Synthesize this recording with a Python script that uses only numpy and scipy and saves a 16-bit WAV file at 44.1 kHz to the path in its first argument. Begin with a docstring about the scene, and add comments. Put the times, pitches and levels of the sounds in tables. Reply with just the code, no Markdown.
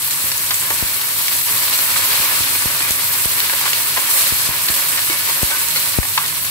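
"""Greens frying in a wok

Leafy greens in hot oil, heard from just above the pan in a home kitchen. Water bursts in the oil as a
dense fizz over a wetter bubbling; both swell as a wooden spatula turns the leaves, and flare when wet
leaves land on bare metal. The spatula knocks and scrapes, the pan pings, oil spits, and the gas burner
rumbles below. Now and then a flying droplet lands on a microphone port with a dull thump."""
import sys
import numpy as np
from scipy import signal
from scipy.fft import rfft, irfft
from scipy.io import wavfile

SR = 44100
rng = np.random.default_rng(int(sys.argv[2]) if len(sys.argv) > 2 else 0)


def to_wav(sig):
    """Store sig (one row per channel, or 1-D mono) as 16-bit WAV at the path in sys.argv[1].

    Samples outside -1..1 are clipped; the rate is SR.
    """
    pcm = np.clip(np.atleast_2d(sig), -1, 1) * 32767
    pcm = np.round(pcm).astype(np.int16)
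    wavfile.write(sys.argv[1], SR, pcm.T)  # frames by channels


N = 286650
TIME = np.arange(N) / SR
KITCHEN_T60_S = 0.19

# the sizzle builds with the first turn of the leaves, sinks as they dry: t/s, fizz/dB, bubbling/dB
FRYING_ARC = [(0, -21.5, -28.5), (1.1, -21.5, -27.5), (1.45, -19, -25.5), (1.8, -19, -24.5),
              (2.15, -19, -21.5), (2.35, -19, -23), (2.65, -21, -25), (3.3, -20, -25.5),
              (3.6, -20.5, -24.5), (4.25, -20, -24.5), (5.8, -21.5, -26.5), (6.5, -24, -30)]
# flares as wet leaves land on hot metal, dips as they are lifted off: t/s, change/dB, hold/s
FLARES = [(4.09, 4.5, 0.084), (4.47, -4, 0.013), (4.702, 0.5, 0.2), (5.14, -2.2, .05), (5.237, 1.5, 0.083)]
# tone of the bright fizz: f/Hz, level/dB
FIZZ_EQ = [(2500, -31), (4500, -14), (6800, -9.5), (7900, -3), (9500, -4), (11800, 1), (14000, -2.5),
           (16000, -3.5)]
# tone of the wet bubbling: f/Hz, level/dB
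BUBBLING_EQ = [(150, -15.5), (300, -16), (480, -12), (680, -8.5), (800, -7), (920, -1.5), (1400, 1),
               (2500, 3.5), (3200, 1.5), (4400, 1.6), (6500, -4.5), (12000, -12.5)]
# tone of the gas flame: f/Hz, level/dB
BURNER_EQ = [(20, -40), (45, -30), (75, -10.5), (99, 4), (130, -2), (153, 1.5), (200, -16.5), (300, -11.5),
             (600, -39), (1500, -28)]
# droplets landing on the microphone ports: t/s, level/dB, left over right/dB
DROPLETS = [(0.242, -18.5, 20), (.826, -7.5, 32), (2.201, -17, 12), (2.407, -15, -14), (2.658, -9.5, 16),
            (2.907, -13.5, 12), (3.257, -9, 18), (4.323, -10.5, 21), (4.49, -12, 28), (4.702, -10.5, -31),
            (5.431, -2, 20), (5.987, 7.5, 27)]
# spatula blows on the pan: t/s, force/dB, brightness/Hz, rub decay/s, wood thud/dB, wok ring/dB
KNOCKS = [(.317, -16.5, 6500, 0.0062, -16, -14), (.507, -15, 4950, 0.011, -19, 3),
          (.7045, -16, 2820, .0035, -10, -1), (.711, -22, 1500, 0.0045, -15, 3),
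          (1.282, -13, 5870, 0.0037, -25, -1), (1.789, -15, 4500, .003, -9, -2),
          (1.961, -17.5, 3630, .008, -32, -6), (2.556, -21, 2800, .003, -17, -8),
          (2.805, -17.5, 3800, .004, -11, -4), (2.85, -22, 3200, .003, -22, -3),
          (3.153, -19, 3000, 0.0033, -21, -1), (3.403, -14.5, 6500, 0.0053, -30, -8),
          (3.497, -17.5, 3800, .0044, -21, -4), (3.535, -18.5, 2400, .003, -14, 1),
          (3.612, -16.5, 2400, .002, -24, 1), (3.639, -21, 3000, .002, -24, 1),
          (3.655, -18, 3200, .005, -13, -1), (3.732, -12.5, 6400, .004, -27, -4),
          (3.972, -13, 2300, .006, -14, 3), (4.685, -16, 4850, 0.0094, -7, -5),
          (4.975, -15.5, 5400, 0.0037, -23, -9), (5.099, -16.5, 5000, .003, -19, -8),
          (5.761, -20, 5400, .004, -25, -5), (5.864, -21, 3600, 0.0039, -21, -2),
          (6.03, -16, 2800, .003, -15, -6), (6.053, -20, 3200, 0.0033, -21, 7),
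          (6.177, -8, 3600, .0025, -32, 7), (6.179, -10, 5200, .004, -33, 4),
          (6.447, -18, 3200, 0.0027, -23, -9)]
# spatula drags over the pan: t/s, force/dB, brightness/Hz, length/s, wood thud/dB, wok ring/dB
SCRAPES = [(2.826, -33, 3440, 0.081, -13, -6), (3.523, -29, 1900, 0.013, -9, 1),
           (3.657, -22, 2700, 0.021, -19, -5), (3.962, -29, 1800, 0.014, -15, -3),
           (4.977, -20, 4380, 0.016, -27, -8), (5.099, -30, 6000, .026, -6, -6),
           (5.285, -25.5, 5500, 0.019, -8.5, 9), (5.503, -21.5, 3800, 0.018, -11, 6.5),
           (5.755, -21.5, 5400, 0.023, -9, -6), (6.196, -28.5, 3300, 0.065, -20, 0)]
# modes of the wok under a wooden blow: f/Hz, level/dB, t60/s
WOK_MODES = [(945, 2, .05), (1057, 4, .045), (1150, 4, .045), (1497, 0, .035), (1701, 1, .035),
             (2115, -2, .03), (2360, -2, .03), (2700, -3, .025), (3420, -6, .025), (4150, -5, .03)]
# featured spits of oil: t/s, level/dB, left over right/dB, low cut/Hz
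SPITS = [(.379, 1, 7, 4500), (.463, -4, 5, 4500), (.543, 2, -5, 2200), (2.6224, -2, 3, 4500),
         (2.658, -2, -9, 2000), (2.827, 0.5, 2, 4500), (2.908, 1.5, 1, 2200), (2.92, 2, -2, 4500),
         (3.2552, 10, -5, 7740), (3.613, 1, -3, 4500), (3.946, -6, 6, 3500), (4.417, -3, 1, 4500),
         (4.460, -4, 7, 4500), (4.688, 1, -15, 4500), (5.13, -3, -4, 2500), (5.297, -1, 4, 2500),
         (5.381, -6, -2, 2000), (5.660, -15, -3, 4500), (5.795, -2, -5, 4500), (6.262, -1, 0, 4500),
         (6.453, -5, -7, 4500)]
# short pings of the pan, and one dull low bump of a falling stalk: t/s, f/Hz, level/dB, t60/s
PINGS_AND_BUMP = [(2.82, 2420, -22, .33), (5.098, 321, -25.5, 0.083), (5.105, 2206, -21, 0.37),
                  (5.517, 1523, -21.5, 0.32), (5.76, 2157, -22, 0.16), (5.765, 4250, -21, .12)]
# air resonances of the bowl and the hob: f/Hz, width/Hz, gain/dB
BOWL_RESONANCES = [(280, 57, 10), (418, 13, 8), (565, 46, 8), (615, 17, -18), (665, 8.7, 9), (933, 16, 4.5),
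                   (998, 63, 3), (1154, 13.5, 6), (1713, 9, 6.5), (2230, 7.4, 5.5)]
# resonances of each microphone port: f/Hz, width/Hz, gain/dB
LEFT_PORT_RESONANCES = [(4193, 150, 4.5), (4600, 2400, 2.2), (9100, 1800, -2.8)]
RIGHT_PORT_RESONANCES = [(8030, 840, 2.7), (9330, 1040, 3.6), (348, 154, 3.8)]
# how alike the two ports sound: f/Hz, likeness (0 leaves the width as it is, 1 is mono)
PORT_LIKENESS = [(100, .5), (420, .3), (570, .55), (780, .35), (930, .8), (1150, .7), (1350, .2),
                 (2100, .35), (2400, .1), (3500, 0)]
# phase lead of the left port over the right: f/Hz, lead/rad
PORT_LEAD = [(300, -0.87), (600, 0.67), (1100, 0.5), (1400, 1.5), (2100, 1.49), (3200, 2.5)]


def from_db(db):
    """Decibels to gain."""
    return 10 ** (np.asarray(db) / 20)


def unit_power(x):
    """Scale to an RMS of 1."""
    return x / np.sqrt(np.mean(x ** 2) + 1e-20)


def per_bin(points):
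    """Read a (f/Hz, value) curve at every frequency of the spectrum."""
    hz, value = np.transpose(points)
    return np.interp(np.log(np.arange(N // 2 + 1) * SR / N + 1), np.log(hz), value)


def coloured(x, eq):
    """Shape a sound with an EQ curve, at unit power."""
    return unit_power(irfft(rfft(x) * from_db(per_bin(eq)), N))


def cut(x, hz, kind, order=2):
    """Low-, high- or band-pass filter."""
    sections = signal.butter(order, np.clip(hz, 10, SR * .45), kind, fs=SR, output="sos")
    return signal.sosfilt(sections, x + 1e-18)


def drift(turns_per_s):
    """A random wander at unit power."""
    knots = rng.standard_normal(4000)
    return unit_power(np.interp(TIME * turns_per_s, np.arange(len(knots)), knots))


def ring(x, hz, t60):
    """One mode: a click sets off a dying sine."""
    radius, angle = from_db(-60 / (t60 * SR)), 2 * np.pi * hz / SR
    return signal.lfilter([0, np.sin(angle)], [1, -2 * radius * np.cos(angle), radius ** 2], x + 1e-18)


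def resonate(x, peaks):
    """Boost or dip the sound around each resonance."""
    for hz, width, db in peaks:
        x = x + (from_db(db) - 1) * signal.lfilter(*signal.iirpeak(hz, hz / width, fs=SR), x)
    return x


def panned(side_db):
    """Left and right gains, the nearer side at 1."""
    return from_db(np.minimum([[side_db], [-side_db]], 0))


def add(out, s, sound):
    """Spot a short sound in at time s."""
    start = max(round(s * SR), 0)
    out[..., start:start + sound.shape[-1]] += sound[..., :N - start]


def kitchen(x, bowl_db, room_db, bowl_t60=0.03):
    """From one spot in the pan to both ports: direct sound, quick bounces in the bowl, room tail."""
    t = TIME[:SR // 3]
    bounces = unit_power(rng.standard_normal((2, len(t))) * from_db(-60 * t / bowl_t60))
    room = unit_power(rng.standard_normal((2, len(t))) * from_db(-60 * t / KITCHEN_T60_S))
    paths = (from_db(bowl_db) * bounces + from_db(room_db) * room) / np.sqrt(len(t))
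    paths[:, 0] += 1   # direct sound
    return signal.oaconvolve(np.atleast_2d(x), paths, axes=1)[:, :N]


def fading(power, t60):
    """Spread each burst's energy over a decay."""
    decay = from_db(-120 / (t60 * SR))
    return signal.lfilter([1 - decay], [1, -decay], power)


def steam_bursts(per_s, spread_db, clump_db, snap_t60, bowl_db, room_db, bowl_t60=0.096):
    """Tiny steam explosions in clumps, a few of them large; each has its own spot and its own echoes."""
    born = rng.random(N) < per_s / SR
    size_db = spread_db * np.minimum(rng.exponential(1, N), 7)
    power = born * from_db(size_db + clump_db * drift(45)) ** 2
    bowl = from_db(bowl_db) ** 2 * fading(power, bowl_t60)
    room = from_db(room_db) ** 2 * fading(power, KITCHEN_T60_S)
    return np.sqrt(fading(power, snap_t60) + bowl + room) * rng.standard_normal((2, N))


def bubbles(split_hz, **texture):
    """Two layers of bursts: small bubbles pop above the crossover, large ones below."""
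    small, large = steam_bursts(**texture), steam_bursts(**texture)
    return cut(small, split_hz, "high", order=4) + cut(large, split_hz, "low", order=4)


def flares(attack_s=0.015, release_s=0.048):
    """Level ride in dB: a flare jumps up, holds while the water boils off, then dies; a dip mirrors it."""
    ride_db = np.zeros(N)
    for s, db, hold_s in FLARES:
        attack = np.clip((TIME - s) / attack_s, 0, 1)
        release = np.exp(-np.maximum(TIME - s - attack_s - hold_s, 0) / release_s)
        ride_db += db * attack * release
    return ride_db


def sizzle(fizz_trim_db=4.0, bubbling_trim_db=2.5, bubbling_flare_share=0.41):
    """The bed of fizz and bubbling: more water in the oil makes both louder and the fizz denser."""
    times, fizz_arc, bubbling_arc = np.transpose(FRYING_ARC)
    flare_db = flares()
    fizz_db = np.interp(TIME, times, fizz_arc) + flare_db
    bubbling_db = np.interp(TIME, times, bubbling_arc) + bubbling_flare_share * flare_db
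    wetness = from_db(fizz_db - fizz_db.mean())
    fine = bubbles(split_hz=10850, per_s=8000 * wetness, spread_db=3.0, clump_db=1.1,
                   snap_t60=0.00043, bowl_db=-4, room_db=0)
    wet = bubbles(split_hz=2660, per_s=3500, spread_db=2.5, clump_db=1.05,
                  snap_t60=0.001, bowl_db=3, room_db=1)
    fizz = coloured(fine / np.sqrt(wetness), FIZZ_EQ)   # density alone adds no level
    bubbling = coloured(wet, BUBBLING_EQ)
    # the fizz slides from left to right as the leaves are pushed over
    side_db = np.linspace(2, -0.8, N) * [[.5], [-.5]]
    return (from_db(fizz_db + side_db + fizz_trim_db) * fizz
            + from_db(bubbling_db + bubbling_trim_db) * bubbling)


def burner(level_db=-41):
    """The gas flame's low, unsteady rumble."""
    waver_db = 1.2 * drift(5.2)
    return from_db(level_db + waver_db) * coloured(rng.standard_normal((2, N)), BURNER_EQ)


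def droplets(push_s=0.0021, soft_hz=1350, bass_cut_hz=50, tick_db=-17, tick_s=0.0017):
    """A drop ticks on a port and briefly pushes on it; the microphone's bass cut swings back after it."""
    out, t = np.zeros((2, N)), TIME[:SR // 6]
    push = cut(np.exp(-t / push_s), soft_hz, "low")
    thump = cut(push, bass_cut_hz, "high", order=4)
    tick = cut(np.exp(-t / tick_s), [500, 2200], "band")
    drop = thump / np.abs(thump).max() + from_db(tick_db) * tick / np.abs(tick).max()
    for s, db, side_db in DROPLETS:
        add(out, s, -from_db(db) * panned(side_db) * drop)
    return out


def knock_forces(strike_db=20, grit_db=4):
    """Each blow is a hard strike and a gritty rub that dies fast."""
    t = TIME[:SR // 4]
    for s, db, bright_hz, rub_s, thud_db, ring_db in KNOCKS:
        slips = rng.standard_normal(len(t)) * from_db(grit_db * rng.standard_normal(len(t)))
        slips[0] = from_db(strike_db)
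        force = unit_power(cut(slips, bright_hz, "low", order=3)) * np.exp(-t / rub_s)
        yield s, db, bright_hz, thud_db, ring_db, force


def scrape_forces(slips_per_s=450, slip_spread_db=2.5, release_s=0.0073):
    """The dragged blade sticks and slips unevenly until it lifts off."""
    t = TIME[:SR // 4]
    for s, db, bright_hz, length_s, thud_db, ring_db in SCRAPES:
        grip = np.interp(t * slips_per_s, np.arange(len(t)), rng.standard_normal(len(t)))
        slips = rng.standard_normal(len(t)) * from_db(slip_spread_db * grip)
        lift_off = np.exp(-np.maximum(t - length_s, 0) / release_s)
        force = unit_power(cut(slips, bright_hz, "low", order=3)) * lift_off
        yield s, db, bright_hz, thud_db, ring_db, force


def spatula(ring_trim_db=-49, first_mode_hz=940, edge_share=.22, side_db=1.5):
    """Each contact layers a crack, a dry wooden thud and a short ring where no leaves damp the wok."""
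    out = np.zeros((2, N))
    for s, db, bright_hz, thud_db, ring_db, force in [*knock_forces(), *scrape_forces()]:
        # the pan radiates little below its first mode, and a hard edge cracks higher
        radiated = cut(force, first_mode_hz, "high", order=4)
        crack = cut(radiated, bright_hz * edge_share, "high")
        modes = sum(ring(radiated, hz, t60) * from_db(mode_db) for hz, mode_db, t60 in WOK_MODES)
        thud = from_db(thud_db) * cut(force, [290, 720], "band")
        metal = kitchen(from_db(ring_trim_db + ring_db) * modes + crack, bowl_db=-6, room_db=-7)
        wood = kitchen(thud, bowl_db=-8, room_db=-13)
        add(out, s, from_db(db) * (metal + wood))
    return out * from_db([[side_db / 2], [-side_db / 2]])


def small_spits(count=40, typical_db=-7.5, spread_db=4.5, side_spread_db=9, low_cut_hz=2570):
    """A scatter of smaller spits anywhere in the pan, as rows like those of SPITS."""
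    times = rng.uniform(0, TIME[-1], count)
    return [(s, typical_db + spread_db * size, side_spread_db * side, low_cut_hz * 2 ** np.tanh(pitch))
            for s, (size, side, pitch) in zip(times, rng.standard_normal((count, 3)))]


def spits(decay_s=0.00074, trim_db=-4):
    """Larger drops explode in the oil with a bright snap."""
    out, t = np.zeros((2, N)), TIME[:SR // 100]
    for s, db, side_db, low_hz in SPITS + small_spits():
        burst = rng.standard_normal((2, len(t))) * np.exp(-t / decay_s)
        snap = cut(burst, [min(low_hz, 8000), 13000], "band")
        add(out, s, from_db(db + trim_db) * panned(side_db) * kitchen(snap, bowl_db=-6.5, room_db=-2.5))
    return out


def pings_and_bump():
    """Short pings of the pan and one dull low bump of a falling stalk, each a single dying sine."""
    out = np.zeros(N)
    for s, hz, db, t60 in PINGS_AND_BUMP:
        add(out, s, from_db(db) * ring(signal.unit_impulse(SR // 2), hz, t60))
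    return out


def at_ports(x):
    """Long waves reach both ports more alike, the right mostly later; each port adds its own colour."""
    alike = per_bin(PORT_LIKENESS)
    mid = irfft(rfft(x[0] + x[1]) * np.sqrt(1 + alike), N) / 2
    side = irfft(rfft(x[0] - x[1]) * np.sqrt(1 - alike), N) / 2
    right = irfft(rfft(mid - side) * np.exp(-1j * per_bin(PORT_LEAD)), N)
    return np.array([resonate(mid + side, LEFT_PORT_RESONANCES), resonate(right, RIGHT_PORT_RESONANCES)])


def scene():
    """The mix: the bowl colours sizzle, spatula and spits; the droplets hit the ports directly."""
    pan = resonate(sizzle() + spatula() + spits(), BOWL_RESONANCES)
    return at_ports(pan + pings_and_bump() + burner()) + droplets()


def record(dry, release_db_per_s=50, duck_share=0.45, cutoff_hz=15680):
    """An overload ducks the gain for a moment and the rest of it clips; a steep filter cuts the top."""
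    over_db = 20 * np.log10(np.maximum(np.abs(dry).max(axis=0), 1))
    recovery_db = release_db_per_s * TIME
    duck_db = np.maximum.accumulate(duck_share * over_db + recovery_db) - recovery_db
    clipped = np.clip(dry * from_db(-duck_db), -1, 1)
    return signal.sosfilt(signal.ellip(12, .1, 70, cutoff_hz, fs=SR, output="sos"), clipped)


dry = scene()
out = record(dry)
to_wav(out)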